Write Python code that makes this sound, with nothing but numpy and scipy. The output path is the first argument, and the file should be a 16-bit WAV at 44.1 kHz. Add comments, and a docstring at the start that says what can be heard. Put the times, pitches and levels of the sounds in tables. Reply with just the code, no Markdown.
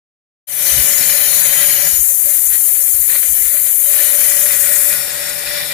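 """In a small workshop, heard from close by, a router spindle mills a plastic sheet.
Rasp, ringing, chips and snaps are shaped noise paced by the two flutes; they ease while the load is light.
The spindle drones on sines and resonant noise; thin high tones and runs of treble chatter come and go.
A loud hiss of rushing air, coloured noise, lies on the left and eases near the end; soft knocks are short
low cosines with added noise. The highest peaks clip."""
import sys
import numpy as np
from scipy import signal
from scipy.fft import rfft, irfft, next_fast_len
from scipy.io import wavfile

SR = 44100
rng = np.random.default_rng(int(sys.argv[2]) if len(sys.argv) > 2 else 0)


def log_audio(samples):
    """Write samples as a 16-bit WAV file to the path given in sys.argv[1]."""
    # one column per channel
    frames = np.atleast_2d(samples).T
    # limit to full scale, then quantise
    limited = np.clip(frames, -1, 1)
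    pcm = np.round(limited * 32767).astype(np.int16)
    wavfile.write(sys.argv[1], SR, pcm)


N = 253106
TIME_S = np.arange(N) / SR

# Noise colours. Each row: frequency in Hz, relative level in dB per Hz.
SHEET_COLOUR = [(1100, 0.5), (1300, -2), (1450, -1.5), (1700, 6), (2000, 6.5), (2140, 8), (2220, -5.5),
                (2300, 12), (2480, 4.5), (2600, 2), (2780, -2), (3800, -4)]
CHIPS_COLOUR = [(2600, -10), (2780, -17), (2950, 5), (3200, 0), (3400, -7.5), (3700, 0), (4200, 2.5),
                (4700, 0.5), (5050, -4), (5300, 1.5), (5600, -2.5), (6000, 13)]
CHIPS_LATE_COLOUR = [(2600, -34), (2780, 7), (3100, -11), (3500, 5.5), (3900, 6), (4150, -3), (4400, 8),
                     (5000, 5), (5500, 14), (6000, 0)]
SNAPS_COLOUR = [(1250, -38), (1450, 5), (1700, 1.5), (2000, 8.5), (2220, 1.5), (2350, 7), (2750, -10),
                (3100, -6.5), (3450, 3), (4000, 4), (4600, -0.5), (5400, -28)]
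FRAME_COLOUR = [(24, -13), (38, 1), (55, 2.5), (120, 0), (240, -7.5), (350, -5), (470, 0), (520, 8),
                (650, -0.5), (900, 0.5), (1150, -5), (1400, -1.5), (2000, -48)]
HISS_COLOUR = [(9600, -17), (10150, 0), (10400, 3.5), (11300, 0), (11900, -0.5), (12300, -0.5),
               (13100, -3.5), (14000, -2), (15200, -3.5), (18000, -4)]
HISS_EDGE_COLOUR = [(7000, -4.5), (7400, -1.5), (8700, -6.5), (9000, 1.5), (9700, 6.5), (10100, -6),
                    (10400, -15), (12000, -24)]
RUSH_COLOUR = [(5400, -47), (5900, -9), (6100, 6.5), (6700, 8), (7300, 13), (7700, 5.5), (8400, 8.5),
               (9300, 12), (10500, -2)]
KNOCK_NOISE_COLOUR = [(80, -40), (110, -1), (190, -2), (300, -1.5)]

# Response of each part to the cut. Columns: base level in dB, dB per dB of steady load, dB per dB of a catch.
RASP_RESPONSE = (-29.5, 1, 0.99)
SNAP_RESPONSE = (-33.5, 0.9, 1.1)
CHIPS_RESPONSE = (-29, 1, 0.56)
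FRAME_RESPONSE = (-36.5, 0.68, 0.28)
HUM_RESPONSE = (-38.5, 1.36, 0.27)
DRONE_RESPONSE = (-39.5, 1.1, 0.05)

# Flutes catching and digging in. Each row: start in seconds, load change in dB, hold in seconds.
CATCHES = [(0.982, 3, 0.036), (1.145, 3, 0.018), (1.518, 3, 0.11), (2.236, 2, 0.16), (2.498, 10, 0.056),
           (2.73, 7, 0.026), (3.074, 12.5, 0.088), (3.205, 9.5, 0.028), (3.337, 4.5, 0.19),
           (3.435, 2.5, 0.058), (3.524, 6.5, 0.072), (3.637, 7, 0.047), (4.1, -1, 0.046),
           (4.164, 2.5, 0.12), (4.362, 1.5, 0.027), (4.481, 4.5, 0.057), (4.595, 2.5, 0.16),
           (4.885, 3.5, 0.077), (5.04, 1.5, 0.25), (5.445, 5, 0.14), (5.697, 5, 0.034)]
# Regular throb of the scrape, from once in two turns to three times a turn.
# Each row: cycles per turn, relative depth in dB (times BITE_DEPTH).
BITES = [(.5, 0.9), (1, 3.4), (2, 2.2), (3, 1.1)]
# Narrow rings of sheet and gantry. 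Each row: frequency in Hz, width in Hz, relative level in dB, left-right in dB.
SHEET_MODES = [(1460, 19.5, 8, 7), (1719, 35, 3.5, 14), (1883, 18, 12.5, -11), (1962, 15, 12.5, -3),
               (2032, 8.5, 7.5, -22), (2352, 32, 3, -14)]
# Brief changes of the drone. Each row: centre in seconds, change in dB.
DRONE_SWELLS = [(0.83, -7), (1.15, 7.5), (1.53, 7), (1.65, 9), (1.87, 7.5), (2.12, 11), (2.279, 16),
                (2.55, 9), (2.68, 9), (3.16, 11), (3.539, 15), (3.76, 12.5), (3.9, 5.5), (4.18, 10),
                (4.46, 5.5), (4.7, 7), (4.93, 3.5), (5.55, 9)]
# Hum sinking and swelling. Each row: centre in seconds, change in dB, bell width in seconds.
HUM_SWELLS = [(4.052, -9, 0.21), (5.608, 7, 0.12)]
# Rush swelling. Each row: centre in seconds, change in dB, bell width in seconds.
RUSH_SWELLS = [(1.556, 4, 0.013), (4.304, 4, 0.015), (5.185, 4.5, 0.055)]
# High whistles. Each row: frequency in Hz, relative level in dB.
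WHISTLES = [(10911, -32), (11832, -29.5), (12012, -32), (12704, -32), (13140, -35.5), (13539, -34)]
# Thin tones that come and go. Each row: start in seconds, end in seconds, frequency in Hz, level in dB.
WHINES = [(0.58, 1.4, 5437.5, -31.5), (1.58, 2.0, 5437.5, -33), (2.0, 3.45, 5437.5, -42.5),
          (4.23, 4.41, 5080, -37), (0.8, 2.04, 6937.5, -24.5), (2.28, 2.5, 6937.5, -38),
          (4.6, 4.95, 6937.5, -34), (1.32, 1.78, 8062.5, -27), (2.28, 2.5, 8062.5, -30.5),
          (3.1, 3.3, 8062.5, -32), (1.07, 1.77, 9562.5, -23), (1.83, 2.0, 8812, -27), (2.0, 2.2, 6190, -32),
          (4.0, 4.9, 8953, -29.5), (4.0, 4.9, 9390, -29.5)]
# Noise bands that stand out for a while, high ones in the hiss and lower ones among the chips. Each row: start
# and end in seconds, low and high edge in Hz, level in dB.
BAND_SURGES = [(0.597, 2.07, 6470, 6570, -31), (0.596, 1.914, 2900, 3200, -45),
               (4.143, 4.505, 5700, 6150, -33), (4.2, 4.577, 5850, 7750, -30),
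               (3.915, 4.5, 10500, 11600, -22.5), (4.6, 4.934, 7800, 8900, -23),
               (4.996, 5.73, 11070, 11550, -33.5), (5.0, 5.3, 7200, 8900, -33),
               (5.455, 5.76, 3400, 4100, -32.5)]
# Knocks on the microphone's housing. Each row: centre in seconds, level in dB, bell width in seconds,
# frequency in Hz, left-right in dB.
BUMPS = [(0.74, -30, 0.015, 67, -8), (0.771, -27, 0.0048, 115, -9), (0.786, -28, 0.004, 90, -12),
         (0.805, -25.5, 0.011, 58.4, -14), (0.904, -42.5, 0.011, 232, 14), (1.011, -39.5, 0.012, 235, 12),
         (1.79, -45.5, 0.018, 122, -16), (1.939, -30.5, 0.0083, 57.4, -20), (2.004, -32, 0.018, 55.5, -20),
         (2.097, -43, 0.023, 54.6, -17), (2.254, -40, 0.013, 58.6, -15), (2.518, -41, 0.039, 52, -22),
         (2.951, -36, 0.0071, 71, 18), (3.006, -37, 0.015, 62, 18), (3.313, -35.5, 0.02, 62.5, -16),
         (3.424, -37, 0.016, 62, -18), (3.467, -36, 0.02, 51.6, -29)]
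# Treble chatter. Each row: start in seconds, end in seconds, band centre in Hz, level in dB.
CHATTERS = [(1.11, 1.7, 9980, -21), (1.076, 1.72, 10600, -28), (2.23, 2.53, 8700, -32),
            (2.98, 3.308, 8250, -36)]

TURN_HZ = 146.1
LIGHT_FROM_S, LOAD_FALL_S, LIGHT_UNTIL_S, LOAD_RISE_S = 1.863, 0.16, 3.796, 0.17
LIGHT_DB, LOAD_WAVER_DB, LOAD_DB_PER_S = -12.5, 1, -0.97
CATCH_ATTACK_S, CATCH_RELEASE_S = 0.028, 0.034
BITE_DEPTH, CHIPS_FOLLOW_BITE = 0.44, 0.13
MODE_SHIFT_DB = -0.5
RINGING_DB, RINGING_DB_PER_S = -9, 1.5  # relative to the rasp
RING_SWELL_AT_S, RING_SWELL_DB, RING_SWELL_S = 4.8, 3.5, 0.16  # the sheet rings most freely here
GRAIN_WIDTH_HZ, GRAIN_SHIFT_DB, GRAIN_SHIFT_HZ = 85, 7.5, 5
CHIPS_SHIFT_FROM_S, CHIPS_SHIFT_S = 4, 1.05
JUDDER_HZ, JUDDER_WIDTH_HZ, JUDDER_DB = 28, 16, 1.3
SNAP_DECAY_S, SNAP_SPREAD_DB, SECOND_FLUTE_DB = 0.0019, 2.2, -7
BEARING_HZ, BEARING_DB, BEARING_DIP_DB = 763, -10.5, -9  # levels relative to the rumble response
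BEARING_QUIET_FROM_S, BEARING_QUIET_UNTIL_S = 1.9, 4.95
HOUSING_HZ, HOUSING_WIDTH_HZ = 571, 26
ORDER_DB = 0.3  # fourth multiple, relative to the drone response
DRONE_DB_PER_S, SWELL_S = 1.38, 0.017
GANTRY_HZ, GANTRY_WIDTH_HZ = 281, 140
GANTRY_DB, GANTRY_DB_PER_S = -9.5, 0.5  # relative to the rumble response
EASE_AT_S, EASE_S, HISS_EASE_DB, RUSH_EASE_DB = 4.89, 0.22, -12, -8
HISS_DB, RUSH_DB, RUSH_FOLLOWS_LOAD = -12, -22.5, 0.078
EDGE_DB, EDGE_DIP_FROM_S, EDGE_DIP_UNTIL_S, EDGE_FADE_S = -20.5, 1.06, 1.84, 0.18
EDGE_DIP_DB, RUSH_DIP_DB = -15, -1.5
RIGHT_LATE_S = 0.00062
WHISTLE_DB, WHISTLE_EASE_DB, WHINE_FADE_S = -0.5, -8, 0.09
SURGE_FADE_S = 0.091
KNOCK_NOISE_DB, KNOCK_NOISE_GROWTH = 13.5, 1.83  # noise of a 0 dB knock; dB per dB of knock
CHATTERS_PER_S, CHATTER_WIDTH_HZ, CHATTER_UNEVEN_S = 12.5, 380, 0.012
START_S, FADE_IN_S, OPENING_GAIN, CUTOFF_HZ = 0.4696, 0.22, 0.14, 15400


def from_db(db):
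    """Amplitude ratio of a level in dB."""
    return 10 ** (np.asarray(db) / 20)


def rms_one(x):
    """Scale to rms 1 over all channels."""
    return x / np.sqrt(np.mean(x ** 2) + 1e-20)


def drift(rate_hz):
    """Slow chance of rms about 1: two-pole smoothed noise on a grid of 40 samples."""
    r = np.exp(-80 * np.pi * rate_hz / SR)
    white = rng.standard_normal(N // 40 + 2002)
    slow = signal.lfilter([1], [1, -2 * r, r * r], white)[2000:]  # skip the settling
    return np.interp(np.arange(N) / 40, np.arange(len(slow)), rms_one(slow))


def ramp(start_s, length_s):
    """Rises evenly from 0 to 1."""
    return np.clip((TIME_S - start_s) / length_s, 0, 1)


def swell(centre_s, width_s):
    """Bell-shaped rise and fall of height 1."""
    return np.exp(-.5 * ((TIME_S - centre_s) / width_s) ** 2)


def gate(start_s, end_s, fade_s):
    """Opens and closes evenly, half open at start and end."""
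    return np.clip(np.minimum(TIME_S - start_s, end_s - TIME_S) / fade_s + .5, 0, 1)


def pan(left_db):
    """Left and right gains with mean power 1, left_db apart."""
    return rms_one(from_db(np.array([[left_db], [-left_db]]) / 2))


def from_left(x):
    """A sound from the left reaches the right ear later."""
    return np.array([x[0], np.roll(x[1], int(RIGHT_LATE_S * SR))])


def noise_pair(alike):
    """White noise for two ears with the given correlation."""
    mid, side = rng.standard_normal((2, N))
    alike = np.clip(alike, -1, 1)
    return rms_one(np.sqrt(1 + alike) * mid + np.sqrt(1 - alike) * side * [[1], [-1]])


def colour(x, spectrum):
    """Shape a noise, with steep skirts beyond the spectrum's ends; rms 1."""
    size = next_fast_len(N)
    hz = np.arange(size // 2 + 1) * SR / size + 1
    points = np.array(spectrum)
    level_db = np.interp(np.log(hz), np.log(points[:, 0]), points[:, 1])
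    skirts = 1 / (1 + (points[0, 0] / hz) ** 12) / (1 + (hz / points[-1, 0]) ** 12)
    return rms_one(irfft(rfft(x, size) * from_db(level_db) * skirts, size)[..., :N])


def resonate(x, hz, width_hz):
    """One two-pole resonance with gain about 1 on top."""
    r = np.exp(-np.pi * width_hz / SR)
    feedback = [1, -2 * r * np.cos(2 * np.pi * hz / SR), r * r]
    return signal.lfilter(np.array([1, 0, -1]) * (1 - r * r) / 2, feedback, x)


def resonate_twice(x, hz, width_hz):
    """Two equal resonances in series, for steeper flanks."""
    return resonate(resonate(x, hz, width_hz), hz, width_hz)


def tone(angle, waver_db, wander_rad, lag_rad=0):
    """A stereo sine of rms 1 that wavers in level and phase."""
    phase = angle + wander_rad * drift(9.3) + rng.uniform(0, 2 * np.pi)
    return rms_one(from_db(waver_db * drift(26.5)) * np.sin(phase - np.array([[0], [lag_rad]])))


def reflect(x, echo_db, sway_s, count=4):
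    """Echoes off bed and gantry comb the sound; their delays sway with the hand-held microphone."""
    out, samples = x.copy(), np.arange(N)
    for delay_s in np.geomspace(.004, .022, count) * rng.uniform(.85, 1.15, count):
        read = samples - SR * (delay_s + sway_s * drift(.4))
        out += from_db(echo_db) * np.array([np.interp(read, samples, ear) for ear in x])
    return rms_one(out)


def cutting_load():
    """Cutter load in dB: a steady part (heavy, light, heavy again) and short changes where flutes catch."""
    light = ramp(LIGHT_FROM_S, LOAD_FALL_S) - ramp(LIGHT_UNTIL_S, LOAD_RISE_S)
    catch_db = LOAD_WAVER_DB * drift(14.0)
    for start_s, db, hold_s in CATCHES:
        release = np.exp(-np.maximum(TIME_S - start_s - hold_s, 0) / CATCH_RELEASE_S)
        catch_db = catch_db + db * ramp(start_s, CATCH_ATTACK_S) * release
    return LIGHT_DB * light + LOAD_DB_PER_S * TIME_S, catch_db


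def sheet_ringing(scrape):
    """Scraping excites the sheet's narrow modes, whose levels drift as the cutter travels."""
    out = 0
    for hz, width_hz, db, left_db in SHEET_MODES:
        level = from_db(db + MODE_SHIFT_DB * drift(0.17))
        out = out + level * pan(left_db) * resonate(scrape, hz, width_hz)
    return rms_one(out)


def treble_grain(x, count=30):
    """Narrow bands between 2.6 and 6.1 kHz that swell and fade by chance, giving a grainy treble."""
    out = 0
    for hz in np.geomspace(2600, 6100, count) * rng.uniform(.99, 1.01, count):
        level = from_db(GRAIN_SHIFT_DB * np.tanh(drift(GRAIN_SHIFT_HZ)))
        out = out + level * resonate_twice(x, hz, GRAIN_WIDTH_HZ)
    return out


def chip_spray(bite_db):
    """Chips spray off the flutes in dense, uneven showers; their colour shifts late in the pass."""
    spray = noise_pair(alike=0.19) * from_db(CHIPS_FOLLOW_BITE * bite_db + drift(40))
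    early = colour(treble_grain(spray), CHIPS_COLOUR)
    late = colour(reflect(spray, echo_db=2.5, sway_s=.00002), CHIPS_LATE_COLOUR)
    shift = ramp(CHIPS_SHIFT_FROM_S, CHIPS_SHIFT_S)
    return (1 - shift) * early + shift * late


def cutter(angle, rasp_db, chips_db):
    """Each flute bites once a turn, one deeper than the other, and sets the sheet ringing."""
    bite_db = BITE_DEPTH * sum(db * np.cos(cycles * angle) for cycles, db in BITES)
    bites = from_db(bite_db + drift(39))
    ringing = sheet_ringing(noise_pair(alike=0.82) * bites)
    rasp = reflect(colour(noise_pair(alike=0.36) * bites, SHEET_COLOUR), echo_db=-3.0, sway_s=0.0001)
    ringing_db = RINGING_DB + RINGING_DB_PER_S * TIME_S + RING_SWELL_DB * swell(RING_SWELL_AT_S, RING_SWELL_S)
    sheet = from_db(1.5) * rasp * pan(-1.2) + from_db(ringing_db) * ringing
    return from_db(rasp_db) * sheet + from_db(chips_db + 4.5) * chip_spray(bite_db) * pan(11.8)


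def snaps(angle):
    """Each flute snaps off a chip as it enters the cut: a dry, bright crack of uneven strength."""
    flute = np.floor(angle / np.pi)
    enters = np.diff(flute, prepend=0) > 0
    spread_db = SNAP_SPREAD_DB * np.clip(rng.standard_normal(N), -2, 2)
    strength = enters * from_db(spread_db + SECOND_FLUTE_DB * (flute % 2))
    cracks = signal.lfilter([1], [1, -np.exp(-1 / (SNAP_DECAY_S * SR))], strength)
    return colour(noise_pair(alike=0.15) * cracks, SNAPS_COLOUR) * pan(-1.2)


def bearing_tone():
    """The bearing's thin tone, a wavering sine that is quieter mid-pass."""
    quiet = ramp(BEARING_QUIET_FROM_S, .1) - ramp(BEARING_QUIET_UNTIL_S, 0.16)
    sine = tone(2 * np.pi * BEARING_HZ * TIME_S, waver_db=7.0, wander_rad=0.24, lag_rad=3.9)
    return from_db(BEARING_DB + BEARING_DIP_DB * quiet) * sine * pan(23)


def spindle(angle, frame_db, hum_db, drone_db):
    """The frame rumbles; imbalance hums once a turn and the fourth multiple meets a housing resonance."""
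    rumble = from_db(2.5) * colour(noise_pair(alike=-0.45), FRAME_COLOUR) * pan(6.6)
    hum = tone(angle, waver_db=4.5, wander_rad=0.12, lag_rad=2.43) * pan(5.4)
    housing = rms_one(resonate_twice(noise_pair(alike=0.0061), HOUSING_HZ, HOUSING_WIDTH_HZ))
    fourth = tone(4 * angle, waver_db=1.2, wander_rad=0.18, lag_rad=4.46)
    drone = (from_db(ORDER_DB) * fourth + from_db(-3.5) * housing) * pan(8.2)
    boom = rms_one(resonate_twice(noise_pair(alike=-0.76), GANTRY_HZ, GANTRY_WIDTH_HZ))
    gantry = from_db(GANTRY_DB + GANTRY_DB_PER_S * TIME_S) * boom * pan(4.0)
    frame = rumble + gantry + bearing_tone()
    return from_db(frame_db) * frame + from_db(hum_db) * hum + from_db(drone_db) * drone


def air(eased, load_db):
    """Turbulent air close to the left ear: a bright hiss over a lower rush, both fluttering."""
    dip = ramp(EDGE_DIP_FROM_S, EDGE_FADE_S) - ramp(EDGE_DIP_UNTIL_S, EDGE_FADE_S)
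    hiss_db = HISS_DB + HISS_EASE_DB * eased + 0.72 * drift(27)
    edge_db = EDGE_DB + EDGE_DIP_DB * dip + RUSH_EASE_DB * eased
    rush_db = RUSH_DB + RUSH_EASE_DB * eased + RUSH_FOLLOWS_LOAD * load_db + RUSH_DIP_DB * dip
    rush_db += sum(db * swell(centre_s, width_s) for centre_s, db, width_s in RUSH_SWELLS)
    rush_db += 2.24 * drift(23)
    hiss = reflect(colour(noise_pair(alike=1.0), HISS_COLOUR), echo_db=-8.5, sway_s=.00002)
    edge = colour(noise_pair(alike=0.63), HISS_EDGE_COLOUR)
    rush = reflect(colour(noise_pair(alike=0.34), RUSH_COLOUR), echo_db=-5.5, sway_s=.00008)
    flow = from_db(hiss_db) * hiss + from_db(edge_db) * edge + from_db(rush_db) * rush
    return from_left(flow * pan(17.4))


def high_tones(eased):
    """Thin sine whines come and go over lasting whistles, which soften when the air eases."""
    out = 0
    for hz, db in WHISTLES:
        out = out + from_db(db) * tone(2 * np.pi * hz * TIME_S, waver_db=4.0, wander_rad=0.57, lag_rad=0.97)
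    out = out * from_db(WHISTLE_DB + WHISTLE_EASE_DB * eased)
    for start_s, end_s, hz, db in WHINES:
        whine = tone(2 * np.pi * hz * TIME_S, waver_db=2.5, wander_rad=0.051, lag_rad=3.7)
        out = out + from_db(db) * gate(start_s, end_s, WHINE_FADE_S) * whine
    return out * pan(18)


def band_surges():
    """Bands of filtered noise stand out for a while: the high ones shift the colour of the hiss, the lower ones
    that of the chips."""
    out = 0
    for start_s, end_s, low_hz, high_hz, db in BAND_SURGES:
        band_pass = signal.butter(2, np.sort([low_hz, high_hz]), "band", fs=SR, output="sos")
        band = rms_one(signal.sosfilt(band_pass, noise_pair(alike=0.36)))
        out = out + from_db(db) * gate(start_s, end_s, SURGE_FADE_S) * band
    return from_left(out * pan(21))


def bumps():
    """Handling knocks rock the microphone's housing: brief low cosines; harder knocks add more noise."""
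    noise = from_db(KNOCK_NOISE_DB) * colour(noise_pair(alike=0), KNOCK_NOISE_COLOUR)
    out = 0
    for centre_s, db, width_s, hz, left_db in BUMPS:
        thud = from_db(db) * np.sqrt(2) * np.cos(2 * np.pi * hz * (TIME_S - centre_s))
        knock = thud + from_db(KNOCK_NOISE_GROWTH * db) * noise
        out = out + pan(left_db) * swell(centre_s, width_s) * knock
    return out


def chatter():
    """The treble chatters in short runs: narrow bands of noise that pulse about a dozen times a second."""
    out = 0
    for start_s, end_s, hz, db in CHATTERS:
        beat = CHATTERS_PER_S * (TIME_S - start_s + CHATTER_UNEVEN_S * drift(10))
        pulses = np.abs(np.sin(np.pi * beat)) * ramp(start_s, .02) * (1 - ramp(end_s, .02))
        band = rms_one(resonate_twice(rng.standard_normal(N), hz, CHATTER_WIDTH_HZ))
        out = out + from_db(db) * pulses * band
    return from_left(out * pan(14))


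def scene():
    """The spindle turns at a nearly even speed; rasp, snaps and drone follow its angle and the load."""
    angle = 2 * np.pi * np.cumsum(TURN_HZ + .2 * drift(1)) / SR
    load_db, catch_db = cutting_load()
    eased = ramp(EASE_AT_S, EASE_S)

    def respond(response):
        """Level in dB under the present load."""
        base_db, follows, jumps = response
        return base_db + follows * load_db + jumps * catch_db

    drone_db = respond(DRONE_RESPONSE) + DRONE_DB_PER_S * TIME_S
    drone_db += sum(db * swell(centre_s, SWELL_S) for centre_s, db in DRONE_SWELLS)
    hum_db = respond(HUM_RESPONSE)
    hum_db += sum(db * swell(centre_s, width_s) for centre_s, db, width_s in HUM_SWELLS)
    # the sheet judders under the cutter
    judder_db = JUDDER_DB * rms_one(resonate(rng.standard_normal(N), JUDDER_HZ, JUDDER_WIDTH_HZ))
    cut = cutter(angle, respond(RASP_RESPONSE) + judder_db, respond(CHIPS_RESPONSE))
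    cut = cut + from_db(respond(SNAP_RESPONSE) + judder_db) * snaps(angle)
    machine = cut + spindle(angle, respond(FRAME_RESPONSE), hum_db, drone_db)
    return machine + air(eased, load_db) + high_tones(eased) + band_surges() + bumps() + chatter()


def record(dry):
    """The input opens after a moment of silence and fades up, peaks overload, the top is cut."""
    fade = OPENING_GAIN + (1 - OPENING_GAIN) * ramp(START_S, FADE_IN_S)
    opened = dry * ramp(START_S, 0.012) * fade
    low_pass = signal.ellip(12, .1, 80, CUTOFF_HZ, fs=SR, output="sos")
    return signal.sosfilt(low_pass, np.clip(opened, -1.2, 1.2))


dry = scene()
out = record(dry)
log_audio(out)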